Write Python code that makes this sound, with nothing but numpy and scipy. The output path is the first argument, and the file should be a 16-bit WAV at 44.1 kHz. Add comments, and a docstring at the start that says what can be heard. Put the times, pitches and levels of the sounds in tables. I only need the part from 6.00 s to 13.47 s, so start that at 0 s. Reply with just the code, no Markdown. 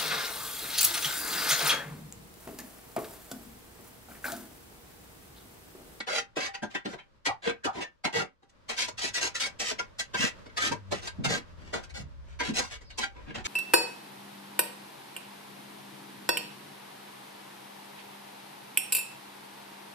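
"""A light breeze moves from the start as a steel shovel is pushed and knocked, stroke after stroke, on mossy concrete.
Grit cracks under the edge and drives the blade's modes; wet moss deepens the sound and close surfaces scatter it.
Some contacts leave a hollow, gliding resonance or a singing steel tone; soft blows add low, ringless noise puffs.
Later a far engine drones in two fluttering orders, two faint scuffs pass and noise swells into a low wind rumble.
Near the end a bird whistles faintly: one buzzy sine that dips and rises."""
import sys
import numpy as np
from scipy import signal
from scipy.fft import rfft, irfft
from scipy.io import wavfile

SR = 44100
rng = np.random.default_rng(int(sys.argv[2]) if len(sys.argv) > 2 else 0)


def inscribe(sig):
    """Save sig as 16-bit PCM at rate SR to the path in sys.argv[1].

    A 1-D sig is mono; a 2-D sig holds one channel per row.
    Samples are clipped to [-1, 1] before scaling.
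    """
    pcm = np.round(np.clip(np.atleast_2d(sig).T, -1, 1) * 32767)
    wavfile.write(sys.argv[1], SR, pcm.astype(np.int16))


N = 329427
TIME = np.arange(N) / SR
TAPS = 16384  # length in samples of the impulse responses

# Ringing modes of the steel blade.
# Each row: frequency in Hz, width in Hz, relative level over the broad rasp in dB.
BLADE = [(466, 14.7, -5), (759, 18, 0), (793, 10, 2.5), (995, 35, 6), (1245, 26, -0.5), (1408, 53, 2),
         (1587, 43, 8), (1795, 21, 2.5), (1951, 52, 9), (2113, 24, 3.5), (2226, 39, 8.5), (2400, 15, 4),
         (2640, 170, 1), (2860, 33, -1), (3144, 100, -2), (4100, 104, -3.5), (4620, 130, -1),
         (5170, 140, -9), (5190, 100, -6), (5620, 42, -20.5), (5820, 220, -3), (6480, 85, 2),
         (6880, 29, -3.5)]
# The far bird's whistle as a curve.
# Each row: time in seconds, centre pitch in Hz, relative level in dB.
BIRD = [(6.82, 5350, -77), (6.859, 4950, -61), (6.9, 4500, -57), (6.93, 4050, -57), (6.96, 4340, -61),
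        (6.98, 4500, -72)]


def gain_of(db):
    """Decibels to amplitude."""
    return 10 ** (np.asarray(db) / 20)


def evened(x):
    """Scales each channel to rms 1."""
    return x / np.sqrt(np.mean(x ** 2, axis=-1, keepdims=True) + 1e-20)


def read(points, hz):
    """Reads a spectrum on a log-frequency axis."""
    f, value = np.transpose(points)
    return np.interp(np.log(hz + 1), np.log(f + 1), value)


def follow(rows, t):
    """The columns of a curve at times t."""
    s, *columns = np.transpose(rows)
    return [np.interp(t, s, column) for column in columns]


def add(mix, s, sound):
    """Mixes a stereo sound in at time s."""
    start = max(round(s * SR), 0)
    part = mix[:, start:][:, :sound.shape[1]]
    part += sound[:, :part.shape[1]]


def band(x, lo_hz, hi_hz, order=4):
    """Causal band-pass."""
    edges_hz = [lo_hz, min(hi_hz, SR / 2 - 100)]
    return signal.sosfilt(signal.butter(order, edges_hz, "band", fs=SR, output="sos"), x)


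def wander(count, per_s):
    """A random curve through normal points of unit spread, per_s of them a second."""
    at = np.arange(count) * per_s / SR
    return np.interp(at, np.arange(count), rng.standard_normal(count))


def outdoors(low_db=4, gust_db=4):
    """Leaves and distant air, shaped from noise, swell slowly over a lumpy wind rumble."""
    # Colour of the open air. Each row: frequency in Hz, relative level in dB per Hz.
    air_colour = [(59, -11.5), (100, -11), (443, -22.5), (582, -16.5), (764, -32.5), (904, -21),
                  (1700, -26), (2130, -31), (2800, -32), (5040, -36.5), (15000, -61)]
    # Swell of the open air. Each row: time in seconds, level in dB before the flutter.
    breeze_swell = [(0, -64.5), (1.1, -63.5), (2.35, -72), (2.7, -59), (4.4, -53.5), (4.85, -54.5),
                    (5.6, -53), (6.8, -61), (7.2, -54.5)]
    # Swell of the low wind. Each row: time in seconds, relative level in dB.
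    rumble_swell = [(0, -82.5), (2.4, -82.5), (3.9, -71), (4.4, -64), (6.9, -52), (7.4, -51)]

    hz = np.fft.rfftfreq(N, 1 / SR)
    noise_spectrum = rfft(rng.standard_normal((2, N)))
    air = evened(irfft(noise_spectrum * gain_of(read(air_colour, hz)), N))
    gusts = rng.standard_normal((2, N)) * gain_of(gust_db * wander(N, 8.2))
    rumble = evened(band(gusts, 24.2, 73.0, order=2))
    flutter_db = 1.8 * wander(N, 18)
    air_db = follow(breeze_swell, TIME)[0] + flutter_db
    rumble_db = follow(rumble_swell, TIME)[0] + low_db
    return air * gain_of(air_db) + rumble * gain_of(rumble_db)


def blade_response(contact_db=2.5, ripple_db=1.0):
    """Modes stand out of a broad rasp, differently for each point of contact; minimum phase lets them ring."""
    # Broad scrape colour of the steel. Each row: frequency in Hz, relative level in dB per Hz.
    rasp_colour = [(59, -9), (100, -8.5), (166, -7.5), (218, 2.5), (300, -2.5), (467, 3), (530, -1.5),
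                   (774, 1), (1110, -8.5), (1550, -7), (1690, -6), (4660, -6.5), (7730, -11), (13700, -34),
                   (15500, -49)]

    hz = np.fft.rfftfreq(TAPS, 1 / SR)
    peaks = np.zeros(len(hz))
    for mode_hz, width_hz, db in BLADE:
        reach_db = contact_db * rng.standard_normal()  # how well this contact reaches the mode
        peaks += gain_of(db + reach_db) ** 2 / (1 + (2 * (hz - mode_hz) / width_hz) ** 2)
    # countless small upper modes
    crowded = np.interp(hz, np.linspace(0, SR / 2, 280), rng.standard_normal(280))
    crowded = crowded * np.minimum(hz / 4000, 1)
    rasp = gain_of(read(rasp_colour, hz) + ripple_db * crowded)
    log_gain = np.log(rasp * np.sqrt(.5 + peaks))
    # the Hilbert transform of the log gain around the full circle gives the minimum phase
    circle = np.concatenate([log_gain, log_gain[-2:0:-1]])
    return np.exp(np.conj(signal.hilbert(circle)))[:len(hz)]


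def yard(early_s=0.0063, tail_db=-5, scatter_per_s=700):
    """Paths from one spot to left and right: direct, scatter from near surfaces, a short tail off the walls."""
    # How fast the walls let go of each pitch. Each row: frequency in Hz, time to fall 60 dB in seconds.
    tail_times = [(150, 0.2), (530, 0.14), (1400, 0.19), (3700, 0.14), (10000, 0.11)]

    t = np.arange(TAPS) / SR
    hits = rng.random((2, TAPS)) < scatter_per_s / SR
    early = rng.choice([-1, 1], (2, TAPS)) * hits * np.exp(-t / early_s)
    early[[0, 1], rng.integers(0, 60, 2)] += 1.2  # direct path
    diffuse = rng.standard_normal((2, TAPS)) * (1 - np.exp(-t / 0.002))
    hz, frame_s, frames = signal.stft(diffuse, SR, nperseg=256)
    decay = gain_of(-60 * frame_s / read(tail_times, hz)[:, None])
    tail = signal.istft(frames * decay, SR, nperseg=256)[1][:, :TAPS]
    return (evened(early) + gain_of(tail_db) * evened(tail)) / np.sqrt(TAPS)


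def friction(count, grains_per_s, grain_db, smooth, judder_db):
    """Sand grains crack under the edge over a fine rub; the edge catches and slips."""
    sizes = gain_of(grain_db * np.minimum(rng.exponential(1, count), 4))
    signs = rng.choice([-1, 1], count)
    grains = evened(sizes * signs * (rng.random(count) < grains_per_s / SR))
    rub = smooth * rng.standard_normal(count)
    judder = gain_of(judder_db * wander(count, 215.5))
    return evened((grains + rub) * judder)


def ground_echo(x, share=0.34, delay_s=0.001609, drift=3):
    """The concrete mirrors the blade; the echo's delay drifts as it moves, so the colour sweeps."""
    at = np.arange(len(x))
    first_delay = delay_s * SR * rng.uniform(0.753, 1.282)  # in samples
    delay = first_delay * np.exp(drift * rng.uniform(-0.99, 1) * at / SR)
    echo = np.interp(at - delay, at, x, left=0)
    return (x + share * echo) / np.hypot(1, share)


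def shovel(drive, force_db, load_db, grit_db, deep_db, deepening):
    """The drive sounds the blade; a load of moss adds body, and still more depth, while bare grit adds treble."""
    response = irfft(rfft(yard()) * blade_response())
    drive = ground_echo(drive)
    low_db = deep_db + deepening * load_db
    # Each row: lower edge in Hz, upper edge in Hz, level against the force in dB.
    registers = [(57.5, 183, low_db - 12.0), (163.5, 407, low_db), (466, 1435, load_db),
                 (1164, 3710, 0.0028), (3780, 38000, grit_db)]
    out = 0
    for lo_hz, hi_hz, db in registers:
        order = 2 if hi_hz < 200 else 4
        ring = evened(band(response, lo_hz, hi_hz, order)) / np.sqrt(TAPS)
        pressed = drive * gain_of(force_db + db)
        out = out + signal.fftconvolve(ring, pressed[None], axes=1)
    return out


def pushes(fade_s=0.0038, level_db=2, body_db=-1.0):
    """The edge is driven over the concrete, its force swelling and easing while moss piles up on the blade;
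    two faint scuffs, perhaps footsteps, are made the same way."""
    # Each row: reference time in seconds, length in seconds, share of the length at which it bears hardest
    # (kept off the very ends), relative force in dB, relative load in dB (body against force),
    # grit in dB (treble against force). The rows at 5.588 and 6.254 are the scuffs.
    push_rows = [(0.0, 0.01, 0.067, -32, -6, -9.5), (0.081, .13, 0.78, -33.5, -8, -2.5),
                 (0.383, .11, 0.54, -35.5, -7, -4.5), (0.873, 0.083, 0.25, -53, 4, -2),
                 (1.422, 0.064, 0.84, -38, -5, -11), (1.457, 0.062, 0.4, -35.5, 0, -12),
                 (1.731, 0.093, 0.52, -47, 5.5, -7), (1.806, 0.041, 0.41, -35.5, -4.5, -8),
                 (2.128, 0.11, 0.4, -33.5, 0.5, -4.5), (2.767, 0.1, 0.37, -32.5, -11, 0.5),
                 (3.015, 0.084, 0.25, -34, -6.5, 2), (3.151, 0.054, 0.44, -34, -8.5, 0),
                 (3.208, 0.077, 0.41, -32, -5, 2), (3.402, 0.074, 0.32, -34.5, -11.5, -2),
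                 (3.622, 0.095, 0.82, -36, -12, 0.5), (4.166, 0.13, 0.54, -31, -8, -2.5),
                 (4.587, 0.12, 0.54, -30, -12, -4), (4.947, 0.067, 0.15, -45, -8, -6),
                 (5.017, 0.059, .5, -48, 0.5, 1), (5.282, 0.11, 0.37, -33, -3, -2.5),
                 (5.588, .14, 1, -58, -2, -6.5), (5.939, 0.09, 0.22, -48.5, 0.5, 1.5),
                 (6.254, 0.13, 0.51, -64.5, -8, -6.5), (6.431, 0.085, .35, -38.5, -4, -4),
                 (6.538, 0.071, 0.91, -34.5, -2.5, 4), (6.607, 0.089, 0.11, -48, -11, 2.5),
                 (6.695, 0.079, 0.44, -44.5, -8, -3.5), (7.007, 0.048, 0.6, -33.5, -6.5, -4.5),
                 (7.15, .1, 0.23, -59.5, 3, -17), (7.266, 0.056, 0.92, -46, -2, -24),
                 (7.352, 0.067, 0.56, -47, 2, -9), (7.445, 0.063, 0.75, -31, -6, -2.5)]
    swell_db, ease_db = 13.5, 12  # rise up to the hardest point, fall after it
    pile_db = 2  # load gained from start to end

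    out = np.zeros((2, N))
    t = np.arange(TAPS // 2) / SR
    for s, length_s, hardest, force_db, load_db, grit_db in push_rows:
        along = np.minimum(t / length_s, 1)
        hardest = np.clip(hardest, .05, .95)
        before_db = swell_db * (1 - along / hardest) ** 2
        after_db = ease_db * ((along - hardest) / (1 - hardest)) ** 2
        slack_db = np.where(along < hardest, before_db, after_db)
        moss_db = load_db + body_db + pile_db * (along - .5)
        press = np.clip(np.minimum(t, length_s - t) / fade_s, 0, 1)
        drive = press * friction(len(t), grains_per_s=2300, grain_db=5.0, smooth=0.91, judder_db=2.04)
        scrape = shovel(drive, force_db + level_db - slack_db, moss_db, grit_db, deep_db=-0.5, deepening=1.54)
        add(out, s - .004, scrape)
    return out


def knocks(rise_s=0.017, lead_s=.0152, level_db=-5, body_db=1.5):
    """The edge sinks through the moss and bites in a quick crunch that swells and dies."""
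    # Each row: bite time in seconds, relative force in dB, relative load in dB (body against force),
    # grit in dB (treble against force), time constant of the dying contact in seconds.
    knock_rows = [(0.0747, -27.5, -3.5, -8.5, 0.0088), (0.367, -28, -2, -5, .02),
                  (0.5441, -30.5, -9.5, -9, 0.0084), (0.629, -31.5, 3.5, -8.5, 0.0091),
                  (0.706, -45.5, -7, -6, 0.034), (0.7508, -23, -9, -13.5, 0.0063),
                  (0.856, -29.5, -2, -12, 0.01), (0.9348, -36.5, 1, -9.5, 0.0053),
                  (0.9876, -39, -8.5, -21, 0.011), (1.2595, -19.5, -8.5, -5, 0.012),
                  (1.648, -23, -3, -5.5, 0.0088), (2.0477, -21.5, -2, -5.5, .01),
                  (2.4273, -62.5, 5.5, -4, 0.012), (2.4957, -63, -6, 5.5, 0.0031),
                  (2.693, -27, -5, -2, 0.024), (2.8835, -35.5, 1, 4, 0.0026), (2.9809, -33, -10, 1, 0.036),
                  (3.144, -31, -11, 5, 0.02), (3.3516, -28, -12.5, 0, 0.02), (3.4015, -30, -9, 6.5, 0.011),
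                  (3.46, -29.5, -5, 2.5, .006), (3.5995, -28.5, -2.5, 3, 0.026),
                  (3.7114, -26, -1, -2, 0.003), (3.7932, -23, -6.5, -7, 0.004),
                  (3.9946, -28, -11, 4.5, .01), (4.144, -24.5, -1, -5.5, .008),
                  (4.4625, -45, 4, -7, 0.0033), (4.494, -49.5, -18, -15, 0.0083),
                  (4.5728, -22.5, -9.5, -3.5, 0.0086), (4.7194, -27.5, 0.5, -2, 0.0063),
                  (4.9184, -29, 5.5, 0, .012), (5.0745, -29.5, -7, 1, 0.0019),
                  (5.2476, -21.5, -2.5, -2, 0.01), (5.7346, -28.5, 1.5, -4.5, 0.024),
                  (5.836, -44, -12, 0, .008), (5.9, -43.5, -8, -4.5, .006), (6.3999, -23, -5, -10, .018),
                  (6.5994, -35, 4, 0, 0.0076), (6.8138, -48.5, 1, -2.5, .009),
                  (6.9038, -42, -11, -7, 0.0084), (6.9839, -28.5, 0, 3, 0.0075),
                  (7.3499, -30, -3, -10.5, .011)]

    out = np.zeros((2, N))
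    t = np.arange(TAPS // 3) / SR
    for s, force_db, load_db, grit_db, contact_s in knock_rows:
        release = np.exp(-np.maximum(t - rise_s - .003, 0) / contact_s)
        press = np.minimum(t / rise_s, 1) ** 2 * release
        drive = press * friction(len(t), grains_per_s=4000, grain_db=3.5, smooth=0.97, judder_db=-1)
        crunch = shovel(drive, force_db + level_db, load_db + body_db, grit_db, deep_db=-4.0, deepening=1.83)
        add(out, s - lead_s, crunch)
    return out


def hollows(width_hz=210, level_db=3):
    """Scraping noise in the air resonance between blade and ground, gliding as the gap opens or shuts."""
    # Each row: reference time in seconds, length in seconds, first pitch in Hz, last pitch in Hz,
    # relative level in dB.
    hollow_rows = [(0.073, 0.071, 1402, 1538, -37.5), (0.077, .12, 483, 772, -39.5),
                   (1.267, 0.062, 861, 791, -33), (1.279, 0.049, 1133, 1067, -39.5),
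                   (1.629, 0.079, 1750, 1038, -36), (1.657, 0.065, 890, 790, -34),
                   (2.052, 0.045, 943, 754, -37), (4.711, 0.035, 1116, 830, -35),
                   (6.602, 0.064, 926, 960, -44.5)]

    out = np.zeros((2, N))
    lowpass = signal.butter(2, width_hz / 2, fs=SR, output="sos")
    for s, length_s, first_hz, last_hz, db in hollow_rows:
        count = round(length_s * SR)
        noise = rng.standard_normal(TAPS) + 1j * rng.standard_normal(TAPS)
        fuzz = signal.sosfilt(lowpass, noise)[-count:]
        glide_hz = np.geomspace(first_hz, last_hz, count)
        tone = (fuzz * np.exp(2j * np.pi * np.cumsum(glide_hz) / SR)).real
        faded = tone * signal.windows.tukey(count, .8)
        heard = signal.fftconvolve(yard(), faded[None], axes=1)
        share = np.sqrt(count / heard.shape[1] / 2)  # keeps short glides from gaining level
        add(out, s - .004, gain_of(db + level_db) * evened(heard) * share)
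    return out


def rings(rise_s=0.015, level_db=5):
    """A blow on the right spot sets one blade mode singing: it builds up during the contact and rings on."""
    # Each row: reference time in seconds, pitch in Hz (the nearest blade mode sounds), relative level in dB.
    ring_rows = [(.17, 797, -39.5), (.48, 797, -43.5), (.54, 797, -44.5), (0.754, 2680, -39),
                 (1.464, 464, -27), (1.838, 1795, -42), (2.045, 2122, -35), (2.047, 2232, -36),
                 (2.149, 464, -29.5), (2.199, 1426, -32.5), (3.151, 1960, -32), (3.794, 1426, -31.5),
                 (4.001, 1582, -38.5), (4.001, 1960, -36), (4.142, 1582, -30), (4.226, 1582, -30),
                 (4.224, 1960, -36), (4.576, 1247, -33), (4.935, 1960, -38), (5.25, 2122, -37),
                 (5.343, 1582, -32), (6.405, 2122, -36), (7.028, 1582, -32), (7.03, 797, -41),
                 (7.03, 1426, -35), (7.03, 1960, -38)]
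    ring_t60_s, ring_width_hz = 0.13, 30  # 60 dB decay of a mode this wide; narrower ones ring longer

    out = np.zeros((2, N))
    t = np.arange(TAPS) / SR
    for s, near_hz, db in ring_rows:
        hz, width_hz, _ = min(BLADE, key=lambda mode: abs(mode[0] - near_hz))
        t60_s = ring_t60_s * np.sqrt(ring_width_hz / width_hz)
        turns = hz * t + rng.random() + np.array([[0], [1 / 4]])  # the right leads by a quarter turn
        decay_db = -60 * np.maximum(t - rise_s, 0) / t60_s
        swell = np.minimum(t / rise_s, 1) * gain_of(db + level_db + decay_db)
        add(out, s - .004, swell * np.sin(2 * np.pi * turns))
    return out


def thuds(spread=1.41, level_db=3):
    """Wet clods, boots and the flat of the blade land on the moss: a low noise puff and no ring."""
    # Each row: reference time in seconds, relative level in dB, centre pitch in Hz,
    # time from start to the top of the swell in seconds.
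    thud_rows = [(0.374, -33, 440, .011), (0.628, -40.5, 208, 0.01), (0.754, -39.5, 264, 0.01),
                 (0.859, -36.5, 258, .012), (1.278, -37, 332, 0.0065), (1.277, -51, 105, 0.022),
                 (1.48, -34, 243, 0.0053), (1.66, -33.5, 338, 0.0079), (1.662, -48.5, 105, 0.015),
                 (2.052, -39.5, 240, 0.012), (3.045, -40, 324, 0.0093), (4.198, -37, 189, 0.017),
                 (4.245, -31, 222, 0.0084), (4.629, -43, 285, .03), (4.715, -37.5, 184, 0.012),
                 (5.186, -36, 159, 0.027), (5.265, -33.5, 156, 0.024), (5.336, -42.5, 217, 0.022),
                 (5.58, -56, 167, .05), (5.737, -36, 530, 0.01), (5.992, -45.5, 137, 0.027),
                 (6.487, -32, 208, 0.017), (6.591, -34.5, 346, 0.0049), (7.155, -67, 400, 0.022),
                 (7.281, -46, 189, .026), (7.38, -42, 160, 0.0074)]

    out = np.zeros((2, N))
    t = np.arange(TAPS // 2) / SR
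    for s, db, hz, peak_s in thud_rows:
        swell = t / peak_s * np.exp(1 - t / peak_s)
        noise = rng.standard_normal((2, len(t)))
        puff = band(noise, hz / spread, hz * spread, order=2) * swell
        add(out, s - .008, gain_of(db + level_db) * evened(puff) * np.sqrt(np.mean(swell ** 2)))
    return out


def engine(blur=1.0, overtone_db=-12, level_db=3):
    """A far drone: two low orders that flutter on their way through the air."""
    # Each row: time in seconds, pitch of the lower order in Hz, relative level in dB.
    engine_curve = [(2.6, 110, -97), (2.95, 99.8, -56.5), (3.9, 90, -86), (4.25, 98, -70.5),
                    (4.92, 100, -48), (5.45, 88.9, -60.5), (5.85, 71.35, -48), (6.42, 66.5, -49),
                    (6.6, 65, -72)]

    hz, db = follow(engine_curve, TIME)
    turn = np.exp(2j * np.pi * np.cumsum(hz) / SR)
    flutter = np.array([wander(N, 35) + 1j * wander(N, 4.8) for side in range(2)])
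    paths = np.array([[1], [1j]]) + blur * flutter
    overtone = gain_of(overtone_db) * paths[::-1] * turn ** 2  # sides swapped
    drone = (paths * turn + overtone).real
    return gain_of(db + level_db) * evened(drone)


def bird(waver=0.081):
    """One thin whistle that dips and rises, buzzy from a fast random waver of its pitch."""
    t = BIRD[0][0] + np.arange(TAPS // 2) / SR
    hz, db = follow(BIRD, t)
    wavering_hz = hz * (1 + waver * wander(len(t), 990))
    whistle = np.sin(2 * np.pi * np.cumsum(wavering_hz) / SR)
    call = whistle * gain_of(db) * signal.windows.tukey(len(t), .2)
    return signal.fftconvolve(yard(), call[None], axes=1)


def scene():
    """The shovel a touch to the left, with the garden around it."""
    steel = pushes() + knocks() + hollows() + rings()
    balance = gain_of([[.2], [-.2]])  # left, right
    mix = outdoors() + steel * balance + thuds() + engine()
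    add(mix, BIRD[0][0], bird())
    return mix


def record(dry, edge_hz=15500):
    """A steep low-pass takes away the treble above the edge."""
    lowpass = signal.firwin(511, edge_hz, window=("kaiser", 9), fs=SR)
    return signal.oaconvolve(dry, lowpass[None], "same")


dry = scene()
out = record(dry)
inscribe(out)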